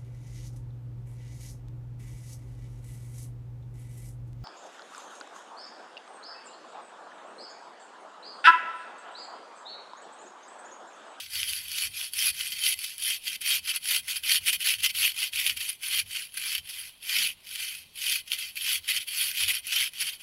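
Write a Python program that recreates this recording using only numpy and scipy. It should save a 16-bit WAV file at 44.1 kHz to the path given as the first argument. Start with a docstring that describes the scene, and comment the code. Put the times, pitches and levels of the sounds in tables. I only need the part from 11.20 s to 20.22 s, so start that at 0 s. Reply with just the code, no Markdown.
"""A bow saw cuts a dead log in a quiet forest, close by; far leaves hiss throughout, with faint tree echoes.
It opens full and scratchy with uneven strokes, turns quick and forceful from about 2 to 4 s, then mostly longer
strokes follow, some still strong, with three faint tooth hums, and a weak short one ends it. In each stroke
dense random grains tear the wood and make the thin steel blade sizzle, while tuned resonators let it ring;
decaying bursts snap fibres, sharp pulses crack splinters, and swells of low noise thud the log on the ground."""
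import sys
import numpy as np
from scipy import signal
from scipy.fft import rfft, irfft, next_fast_len
from scipy.io import wavfile
from scipy.ndimage import uniform_filter1d, map_coordinates

SR = 44100
rng = np.random.default_rng(int(sys.argv[2]) if len(sys.argv) > 2 else 0)


def wav_out(sig):
    """Save sig, one row per channel (or a flat mono array), as 16-bit PCM at SR to the path in sys.argv[1]."""
    wavfile.write(sys.argv[1], SR, np.round(np.clip(np.atleast_2d(sig).T, -1, 1) * 32767).astype(np.int16))


def linear_from_db(decibels):
    """Turn decibels (scalar or array-like) into linear amplitude factors; 0 gives 1."""
    return 10 ** (np.asarray(decibels, float) / 20)


N = 397782  # length in samples, about 9 s

# Colour of the far leaves and air. Each row: frequency in Hz, relative level in dB per Hz.
FOREST_COLOUR = [(20, -2.5), (60, -3.5), (140, -8.5), (250, -9), (500, -10.5), (1000, -10), (1600, -16.5),
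                 (2600, -6.5), (4000, -6), (6700, -31), (10300, -22), (15500, -44)]
FOREST_DB = -63.5  # middle level of the forest

# Tree trunks answer the saw. Each row: frequency in Hz, time to die by 60 dB in seconds.
TRUNK_DECAYS = [(500, 0.078), (3000, 0.17), (12000, 0.16)]

# The log thuds on the ground; each swell is at half its height at both ends.
# Each row: start in seconds, length in seconds, peak gain in dB.
LOG_THUDS = [(0.119, 0.21, -64), (0.656, 0.061, -57), (0.952, 0.039, -66), (1.055, 0.17, -65),
             (1.346, 0.042, -61), (1.55, 0.034, -65), (2.412, 0.026, -57), (2.821, 0.037, -65),
             (2.996, 0.106, -66), (3.205, 0.044, -58), (3.357, 0.025, -63), (3.55, 0.066, -61),
             (3.754, 0.09, -59), (4.14, 0.054, -64), (4.24, 0.17, -65), (4.816, 0.08, -65),
             (5.375, 0.069, -58.5), (6.099, 0.034, -68), (7.564, 0.06, -65), (7.791, 0.03, -67),
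             (8.214, 0.083, -57), (8.436, 0.038, -65), (8.601, 0.032, -61)]
# Colour of the low shudder. Each row: frequency in Hz, relative level in dB per Hz.
GROUND_COLOUR = [(15, -36), (25, -16.5), (81, 1.5), (98, 1), (124, -19.5), (140, -11.5), (180, -33),
                 (310, -120)]
# Colour of the hollow knocking. Each row: frequency in Hz, relative level in dB per Hz.
HOLLOW_COLOUR = [(90, -48.5), (140, -1), (190, -4.5), (260, -9.5), (400, -32)]
SHUDDER_DB, KNOCK_DB = -73.5, -76  # middle levels of the constant trembling and knocking
KNOCK_UNDER_THUD_DB = -13.5  # knocking in each thud, against its shudder

# Passing teeth hum faintly for a moment.
# Each row: centre in seconds, length in seconds, highest pitch in Hz, peak amplitude in dB.
TOOTH_HUMS = [(5.183, 0.11, 195, -69), (6.02, 0.15, 191, -58), (8.849, 0.085, 173.5, -62)]

# Saw strokes, pushes and pulls in turn. Each row: start in seconds, length in seconds, relative tearing
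# level at its top in dB, place of the top from 0 to 1, blade sizzle relative to the tearing in dB.
SAW_STROKES = [(-0.195, 0.32, -31.5, 0.12, -2.9), (0.068, 0.49, -35, 0.26, 1.5),
               (0.412, 0.29, -33.5, 0.77, 0.5), (0.678, 0.25, -37.5, 0.54, -0.5),
               (0.898, 0.23, -28.5, 0.73, 1.7), (1.061, 0.26, -36.5, 0.77, -2),
               (1.234, 0.31, -32.5, 0.99, 0.3), (1.526, 0.27, -38.5, 0.48, -4),
               (1.751, 0.24, -29, 0.69, -2.5), (1.966, 0.2, -35, 0.98, -4), (2.19, 0.22, -25, 0.65, -2.5),
               (2.397, 0.191, -30.5, 0.83, -3.5), (2.592, 0.23, -26.5, 0.68, -2.5),
               (2.799, 0.23, -37.5, 0.59, -3.1), (3.008, 0.24, -24, 0.38, -3.6),
               (3.218, 0.16, -22, 0.63, -2.5), (3.378, 0.21, -21.5, 0.42, -6), (3.561, 0.16, -21, 0.77, -7),
               (3.712, 0.23, -24, 0.53, -2.7), (3.917, 0.2, -29.0, 0.57, -5), (4.1, 0.27, -27, 0.4, -4.5),
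               (4.346, 0.24, -32.9, 0.2, -3), (4.592, 0.25, -27, 0.69, -4), (4.83, 0.28, -36, 0.47, -3.5),
               (5.084, 0.33, -32, 0.67, -4), (5.397, 0.36, -39.5, 0.47, -2.5),
               (5.787, 0.37, -26, 0.53, -6.0), (6.197, 0.5, -36, 0.43, -4), (6.714, 0.32, -28, 0.66, -4.5),
               (7.038, 0.32, -33, 0.42, -5.5), (7.318, 0.291, -27.5, 0.73, -4),
               (7.594, 0.26, -30, 0.73, -7), (7.857, 0.33, -28.5, 0.48, -1.4), (8.098, 0.32, -22, 0.55, -5),
               (8.394, 0.317, -26.2, 0.68, -8.5), (8.68, 0.31, -34.5, 0.65, -4.5),
               (8.974, 0.11, -46, 0.4, -2)]
# Exponents of blade speed that give the power of tearing and of sizzle.
# The blade sizzles as soon as it slides, before the teeth bite.
TEAR_RISE_POWER, TEAR_FALL_POWER = 4.32, 3.67
SIZZLE_RISE_POWER, SIZZLE_FALL_POWER = 3.6, 3.02
RESTING_DB = -62.5  # relative tearing level of the faint contact at the turns

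# The blade rubs the groove walls, strongest at the start and near 1.6 s, varying later.
# Each row: time in seconds, relative sizzle level in dB.
GROOVE_RUBBING = [(0, -52), (.7, -58), (1.6, -46), (2.4, -62), (3.4, -58), (4.4, -66), (5.4, -61),
                  (6.5, -67), (7.5, -58), (8.3, -58), (9, -65)]

# The teeth dig in (+) or slip (-) for a moment.
# Each row: centre in seconds, width at half height in seconds, change of the tearing in dB.
TOOTH_BINDS = [(0.252, 0.067, -5), (1.21, 0.022, 3.5), (1.317, 0.031, 6), (1.403, 0.037, -0.3),
               (1.47, 0.052, 7), (1.643, 0.015, 8), (2.074, 0.029, 8), (2.215, 0.016, 14),
               (2.498, 0.027, 6.5), (2.529, 0.027, -9.5), (2.902, 0.034, 11.5), (2.959, 0.012, -5),
               (2.969, 0.024, 11), (3.071, 0.029, -5.5), (3.2, 0.021, -18), (3.253, 0.017, -7),
               (3.271, 0.042, 3), (3.316, 0.02, -14.5), (3.44, 0.025, -10.5), (3.616, 0.017, -11.9),
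               (3.642, 0.012, 4.5), (3.683, 0.02, -18), (4.238, 0.024, -4), (4.374, 0.014, 9),
               (4.387, 0.02, -10), (4.494, 0.02, 10), (4.625, 0.08, 8), (4.698, 0.03, -7),
               (5.176, 0.0097, 11.5), (5.496, 0.018, 9.5), (6.367, 0.016, -9), (6.433, 0.027, 5),
               (7.096, 0.026, -6.5), (7.125, 0.032, 5.5), (7.169, 0.021, -8.8), (7.372, 0.02, 10),
               (7.67, 0.015, -6.5), (7.699, 0.037, 12), (7.796, 0.014, -10), (7.879, 0.028, 17.5),
               (8.265, 0.035, -13), (8.333, 0.022, -11), (8.817, 0.025, 11.5), (8.913, 0.02, -8.5)]
SIZZLE_FOLLOWS = 0.96  # share of each bind's dB that the sizzle takes

# Teeth catch a fibre and rip it. Each row: time in seconds, relative force in dB, level of the rip's copy in
# the steel against the rip in dB.
FIBRE_SNAPS = [(0.1535, -13, -36), (0.229, -18, -21), (0.3326, -33, -2), (0.9354, -20.5, 2),
               (1.1503, -36, -15), (1.207, -18, -23), (1.32, -11.5, -19), (1.4646, -15, -15),
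               (1.5906, -22, 2), (1.7814, -24, 3), (1.8228, -14.5, -4), (2.215, -24, 5), (2.2598, -29, -11),
               (2.4744, -9.5, -11), (2.5615, -11.5, -1), (2.6299, -24, -19), (2.883, -13, -7),
               (2.959, -10, -19), (3.0365, -20, -18), (3.0899, -14, -18), (3.2695, -12, -14),
               (3.3293, -6, -22), (3.4028, -20, -18), (3.6002, -22, -16), (3.634, -9, -4), (3.749, -9, -21),
               (3.9893, -12, -7), (4.1285, -15, -20), (4.2643, -1, -16), (4.2957, -3, -21),
               (4.371, -16, -14), (4.406, -11, -19), (4.6334, -11, -23), (4.79, -6, -22), (5.1417, -24, -2),
               (5.1741, -22, -22), (5.3505, -8.5, -7), (5.3804, -10, -10), (5.4899, -24, -11),
               (5.893, -13, -24), (6.0252, -15, -22), (6.2654, -23, -22), (6.3574, -9.5, -13),
               (6.3909, -29, -11), (6.4178, -19, -14), (6.776, -26, 0), (6.8326, -15, -9),
               (7.0765, -16.5, -28), (7.1177, -15, -29), (7.3572, -22, -4), (7.6877, -9, -10),
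               (7.763, -5, -25), (7.8725, -29, -6), (8.2821, -7, -27), (8.4694, -17, 0), (8.5217, -5, -22),
               (8.561, -6, -22), (8.735, -24, -8), (8.8019, -14, -13), (8.8682, -11, -16)]
RIP_T60_S = 0.053

# Dry splinters crack very briefly, some alone and some at the start of a fibre's rip.
# Each row: time in seconds, relative force in dB.
SPLINTER_CRACKS = [(.1556, -21), (.231, -13), (.2864, -24), (.3338, -18), (.8135, -21), (1.2097, -17),
                   (1.2693, -23), (1.4655, -11), (1.8497, -20), (3.0373, -21), (3.4755, -12), (3.495, -10),
                   (3.5416, -17), (3.6435, -10), (3.7505, -21), (4.1341, -22), (4.194, -16), (4.265, -9),
                   (4.298, -14), (4.7928, -14), (5.3526, -15), (5.894, -17), (6.0275, -14), (6.0651, -18),
                   (7.1185, -9), (7.7196, -13), (8.5245, -14), (8.5625, -13), (8.5815, -14), (8.6095, -14),
                   (8.7977, -21), (8.8958, -24)]
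CRACK_T60_S, CRACK_FORCE_DB, CRACK_TREBLE_DB = .002, -3, -7  # decay, trim on the force, share sent to the steel

# Colour of the torn wood. Each row: frequency in Hz, relative level in dB per Hz.
WOOD_COLOUR = [(350, -74.5), (600, -37), (1210, -26), (1550, -17), (1730, -15.5), (2020, -9.5),
               (2180, -6.5), (2530, -1), (2780, -2), (3050, 0), (3890, -9.5), (4420, -5), (7500, -18),
               (9750, -20.5), (16500, -120)]
# Colour of the sizzling steel, where a small housing close by favours two treble ranges.
# Each row: frequency in Hz, relative level in dB per Hz.
STEEL_COLOUR = [(3800, -33.5), (6500, -43.5), (7300, -12), (8500, -6.5), (9700, 2.5), (10400, 6),
                (11700, -1.5), (12400, -5), (13000, -0.5), (13750, -14), (14800, -15), (15500, -12),
                (16000, -6)]

# Ringing modes of the blade and its tube frame.
# Each row: frequency in Hz, width in Hz, relative level in dB, scale of the random pitch drift in percent.
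BLADE_MODES = [(1540, 60, -19, 1.5), (2055, 25, -7, .4), (2450, 40, -4, 1.5), (2620, 35, -4, 1.5),
               (2990, 35, -3, 1.2), (3120, 45, -1, 1.2), (3230, 40, -5, 1.2), (3720, 50, -12, 1.5),
               (4420, 40, -8, 1.2), (4520, 45, -6, 1.2), (5300, 60, -14, 1.5), (5950, 60, -17, 1.2),
               (10210, 60, -6, .7), (10730, 60, -8, .5), (12000, 150, -13, .5), (12580, 70, -11, .1),
               (12830, 35, -10, .05), (13290, 100, -12, .1), (13515, 30, -15, .05), (14160, 150, -17, .1)]

# The tone drifts as the groove deepens and the blade tilts.
# Each row: time in seconds, boost of the hollow low end in dB, boost of the scratchy range in dB.
CUT_TONE = [(0, 5.5, 5), (1, 5, 4.5), (1.6, -0.5, 2.5), (2.6, 4, 1), (3.5, 0, -1.5), (5.3, 3.5, -0.5),
            (7, 0, -0.5), (8.2, 1, -2), (9, 4.5, 0.5)]

TOP_HZ = 15760  # band limit of the camera


def unit(x):
    """Scales a signal to rms 1."""
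    return x / np.sqrt(np.mean(x ** 2) + 1e-20)


def along(points, hz):
    """Reads (Hz, value) points on a log frequency axis."""
    f, v = np.transpose(points)
    return np.interp(np.log(hz + 1), np.log(f + 1), v)


def curves(rows):
    """Draws one value per sample for each column after the time."""
    s, *cols = np.transpose(sorted(map(tuple, rows)))
    return [np.interp(np.arange(N) / SR, s, c) for c in cols]


def wobble(rate):
    """Draws a smooth random curve with this many knots a second, 400 at most."""
    knots = rng.standard_normal(int(N * 400 / SR) + 4)
    return map_coordinates(knots, [np.arange(N) * min(rate, 400) / SR])


def filtered(x, response):
    """Multiplies the spectrum of x by a response of frequency."""
    m = 2 * next_fast_len(N // 2 + 8192)
    return irfft(rfft(x, m) * response(np.fft.rfftfreq(m, 1 / SR)), m)[:N]


def causal(spectrum):
    """Makes a minimum-phase response of this colour, so that clicks start sharply."""
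    def response(hz):
        cepstrum = irfft(np.log(linear_from_db(along(spectrum, hz)) + 1e-6))
        cepstrum[1:len(hz) - 1] *= 2
        cepstrum[len(hz):] = 0
        return np.exp(rfft(cepstrum))
    return response


def coloured_noise(spectrum):
    """Shapes white noise to a colour at rms 1."""
    return unit(filtered(rng.standard_normal(N), causal(spectrum)))


def forest():
    """Far leaves and air: steady coloured noise, slowly breathing."""
    air = coloured_noise(FOREST_COLOUR)
    return linear_from_db(FOREST_DB + 0.8 * wobble(4.6)) * air


def trunks(x):
    """Tree echoes: a noise tail in which each frequency dies at its own speed."""
    hz, t, z = signal.stft(rng.standard_normal(SR // 2), SR, nperseg=256)
    decay = linear_from_db(-60 * t / along(TRUNK_DECAYS, hz)[:, None])
    tail = signal.istft(z * decay, SR, nperseg=256)[1]
    delayed = np.pad(x, (300, 0))  # 300 samples, about 7 ms
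    return signal.fftconvolve(delayed, tail / np.linalg.norm(tail))[:N]


def log_on_ground():
    """The log: swells of low noise as it shudders and thuds, with hollow knocking over them."""
    t = np.arange(N) / SR
    thuds = np.zeros(N)
    for s, length, db in LOG_THUDS:
        at = slice(max(round((s - length) * SR), 0), round((s + 2 * length) * SR))
        thuds[at] += linear_from_db(db) * .5 ** ((2 * (t[at] - s - length / 2) / length) ** 2)
    shudder = thuds + linear_from_db(SHUDDER_DB + 3.7 * wobble(7.1))
    rumble = shudder * coloured_noise(GROUND_COLOUR)
    knocks = linear_from_db(KNOCK_UNDER_THUD_DB) * thuds + linear_from_db(KNOCK_DB + 3.4 * wobble(15))
    return rumble + knocks * coloured_noise(HOLLOW_COLOUR)


def tooth_hum():
    """Passing teeth: a sine at their rate, highest and loudest in the middle of each hum."""
    t = np.arange(N) / SR
    hum = np.zeros(N)
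    for s, length, top_hz, db in TOOTH_HUMS:
        u = np.clip((t - s) / length, -.5, .5)
        turns = np.cumsum(top_hz * (1 - .6 * u ** 2)) / SR
        hum += linear_from_db(db) * np.cos(np.pi * u) * np.sin(2 * np.pi * turns)
    return hum


def strokes():
    """Blade motion: speed rises to a top and falls to the turn, driving the gains of tearing and sizzle."""
    t = np.arange(N) / SR
    tear_power = np.full(N, linear_from_db(RESTING_DB) ** 2)
    sizzle_power = linear_from_db(curves(GROOVE_RUBBING)[0]) ** 2
    change_db = np.zeros(N)
    for s, length, db in TOOTH_BINDS:
        at = slice(max(round((s - 2 * length) * SR), 0), round((s + 2 * length) * SR))
        change_db[at] += db * .5 ** ((2 * (t[at] - s) / length) ** 2)
    for s, length, db, top, sizzle_db in SAW_STROKES:
        at = slice(max(round(s * SR), 0), round((s + length) * SR))
        u = np.clip((t[at] - s) / length, 0, 1)
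        speed = np.sin(np.pi / 2 * np.minimum(u / top, (1 - u) / (1 - top)))
        tear_power[at] += linear_from_db(db) ** 2 * speed ** np.where(u < top, TEAR_RISE_POWER, TEAR_FALL_POWER)
        sizzle_exponent = np.where(u < top, SIZZLE_RISE_POWER, SIZZLE_FALL_POWER)
        sizzle_power[at] += linear_from_db(db + sizzle_db) ** 2 * speed ** sizzle_exponent
    return np.sqrt(tear_power) * linear_from_db(change_db), np.sqrt(sizzle_power) * linear_from_db(SIZZLE_FOLLOWS * change_db)


def jolts(per_s, decay_s):
    """Uneven bite: small quick catches, as a gain of rms 1."""
    kicks = (rng.random(N) < per_s / SR) * np.minimum(rng.exponential(size=N), 3.2)
    fade = [1, -np.exp(-1 / (decay_s * SR))]
    # two decays in a row: each swell rises, then dies
    swells = signal.lfilter([1 + fade[1]], fade, signal.lfilter([np.e], fade, kicks))
    return unit(.5 + 0.17 * swells)


def grains(per_s, spread_db, dust):
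    """Tooth contacts: clicks at random moments, some larger than most, over fine dust."""
    hit = rng.random(N) < per_s / SR
    size = linear_from_db(spread_db * np.minimum(rng.exponential(size=N), 2.6)) * rng.choice([-1, 1], N)
    return unit(unit(hit * size) + dust * rng.standard_normal(N))


def patchy(x, depth_db, bins, frames):
    """Moving contact: the colour drifts in patches as the point of contact moves along the blade."""
    z = signal.stft(x, nperseg=256)[2]
    field = uniform_filter1d(rng.standard_normal(z.shape), bins, 0)
    field = uniform_filter1d(field, frames, 1)
    return unit(signal.istft(z * linear_from_db(depth_db * unit(field)), nperseg=256)[1][:N])


def snap_fibres(low, high, bites, scratches):
    """Fibres: adds a click and a decaying rip of grains of one size to the wood and steel forces."""
    t = np.arange(SR // 10) / SR
    for s, db, treble_db in FIBRE_SNAPS:
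        at = slice(round(s * SR), round(s * SR) + len(t))
        click = linear_from_db(db + 6.0) * (t == 0)
        rip = (linear_from_db(db - 23.5 - 60 * t / RIP_T60_S) + click)[:len(low[at])]
        give = 1.3 - np.exp(-t[:len(rip)] / 0.0014)  # the wood takes a moment to give
        low[at] += rip * give * np.sign(bites[at])
        high[at] += linear_from_db(treble_db + 1.5) * rip * np.sign(scratches[at])


def crack_splinters(low, high, scratches):
    """Splinters: adds very short 3 kHz pulses to the wood force, and their scratchy copies to the steel."""
    t = np.arange(SR // 10) / SR
    for s, db in SPLINTER_CRACKS:
        at = slice(round(s * SR), round(s * SR) + len(t))
        crack = linear_from_db(db + CRACK_FORCE_DB - 60 * t / CRACK_T60_S) * np.cos(2 * np.pi * 3000 * t)
        low[at] += crack
        high[at] += linear_from_db(CRACK_TREBLE_DB) * crack * np.sign(scratches[at])


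def blade(force):
    """Blade modes: each rings with its own share, bending in pitch as free length and tension change."""
    ring = np.zeros(N)
    for hz, width, db, drift in BLADE_MODES:
        share = linear_from_db(db) * unit(linear_from_db(3.6 * wobble(30)))
        turn = np.exp(2j * np.pi * np.cumsum(hz * (1 + drift / 100 * wobble(7))) / SR)
        keep = np.exp(-np.pi * width / SR)
        # a one-pole decay around the moving pitch is a resonator
        ring += 2 * np.real(turn * signal.lfilter([1 - keep], [1, -keep], share * force / turn))
    return filtered(ring, lambda f: 1 / (1 + (1350 / (f + 1)) ** 6))  # the ringing is kept out of the bass


def toned(x):
    """Tone of the cut: raises or lowers the hollow low end and the scratchy range over time."""
    hollow_db, scratch_db = curves(CUT_TONE)
    hollow = filtered(x, lambda hz: 1 / (1 + (hz / 1900) ** 8))
    scratch = filtered(x, lambda hz: 1 / (1 + (3900 / (hz + 1)) ** 8) / (1 + (hz / 7500) ** 8))
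    return x + (linear_from_db(hollow_db) - 1) * hollow + (linear_from_db(scratch_db) - 1) * scratch


def saw():
    """Saw: teeth tear the wood, and the same contacts shake the blade, whose modes ring on a little."""
    tear, sizzle = strokes()
    bite = jolts(260, 0.0011) * unit(linear_from_db(0.42 * wobble(35)))
    bites = grains(1800, spread_db=0.5, dust=1.0)
    scratches = unit(0.33 * bites + grains(4000, spread_db=0.8, dust=1.0))
    low = linear_from_db(-0.52) * tear * bite * patchy(bites, 3.14, bins=3, frames=9)
    slide = unit(bite ** 0.63 * linear_from_db(0.62 * wobble(60)))  # the sizzle follows the bite more gently
    high = linear_from_db(-0.77) * sizzle * slide * patchy(scratches, 4.3, bins=4, frames=9)
    snap_fibres(low, high, bites, scratches)
    crack_splinters(low, high, scratches)
    probe = rng.standard_normal(N)

    def through(force, colour):
        """Colours a force, with the gain set so that white noise keeps its level."""
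        return filtered(force, colour) / np.std(filtered(probe, colour))

    shake = (low + high) * rng.choice([-1, 1], N)  # sideways force: as strong as the cut, unrelated in sign
    wood = linear_from_db(-1.5) * through(low, causal(WOOD_COLOUR))
    steel = through(high, causal(STEEL_COLOUR))
    return toned(wood + steel + linear_from_db(12.5) * blade(shake))


def scene():
    """Mixes saw, tree echoes, log, tooth hum and forest to one channel."""
    cut = saw()
    echoes = linear_from_db(-22) * trunks(cut)
    return (cut + echoes + log_on_ground() + tooth_hum() + forest())[None]


def roll_off(x):
    """The treble ends steeply here."""
    return signal.sosfilt(signal.butter(12, 16460, fs=SR, output="sos"), x)


def record(dry):
    """The camera keeps nothing above its band limit."""
    mix = filtered(dry[0], lambda hz: hz < TOP_HZ)[None]
    return roll_off(mix)


dry = scene()
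out = record(dry)
wav_out(out)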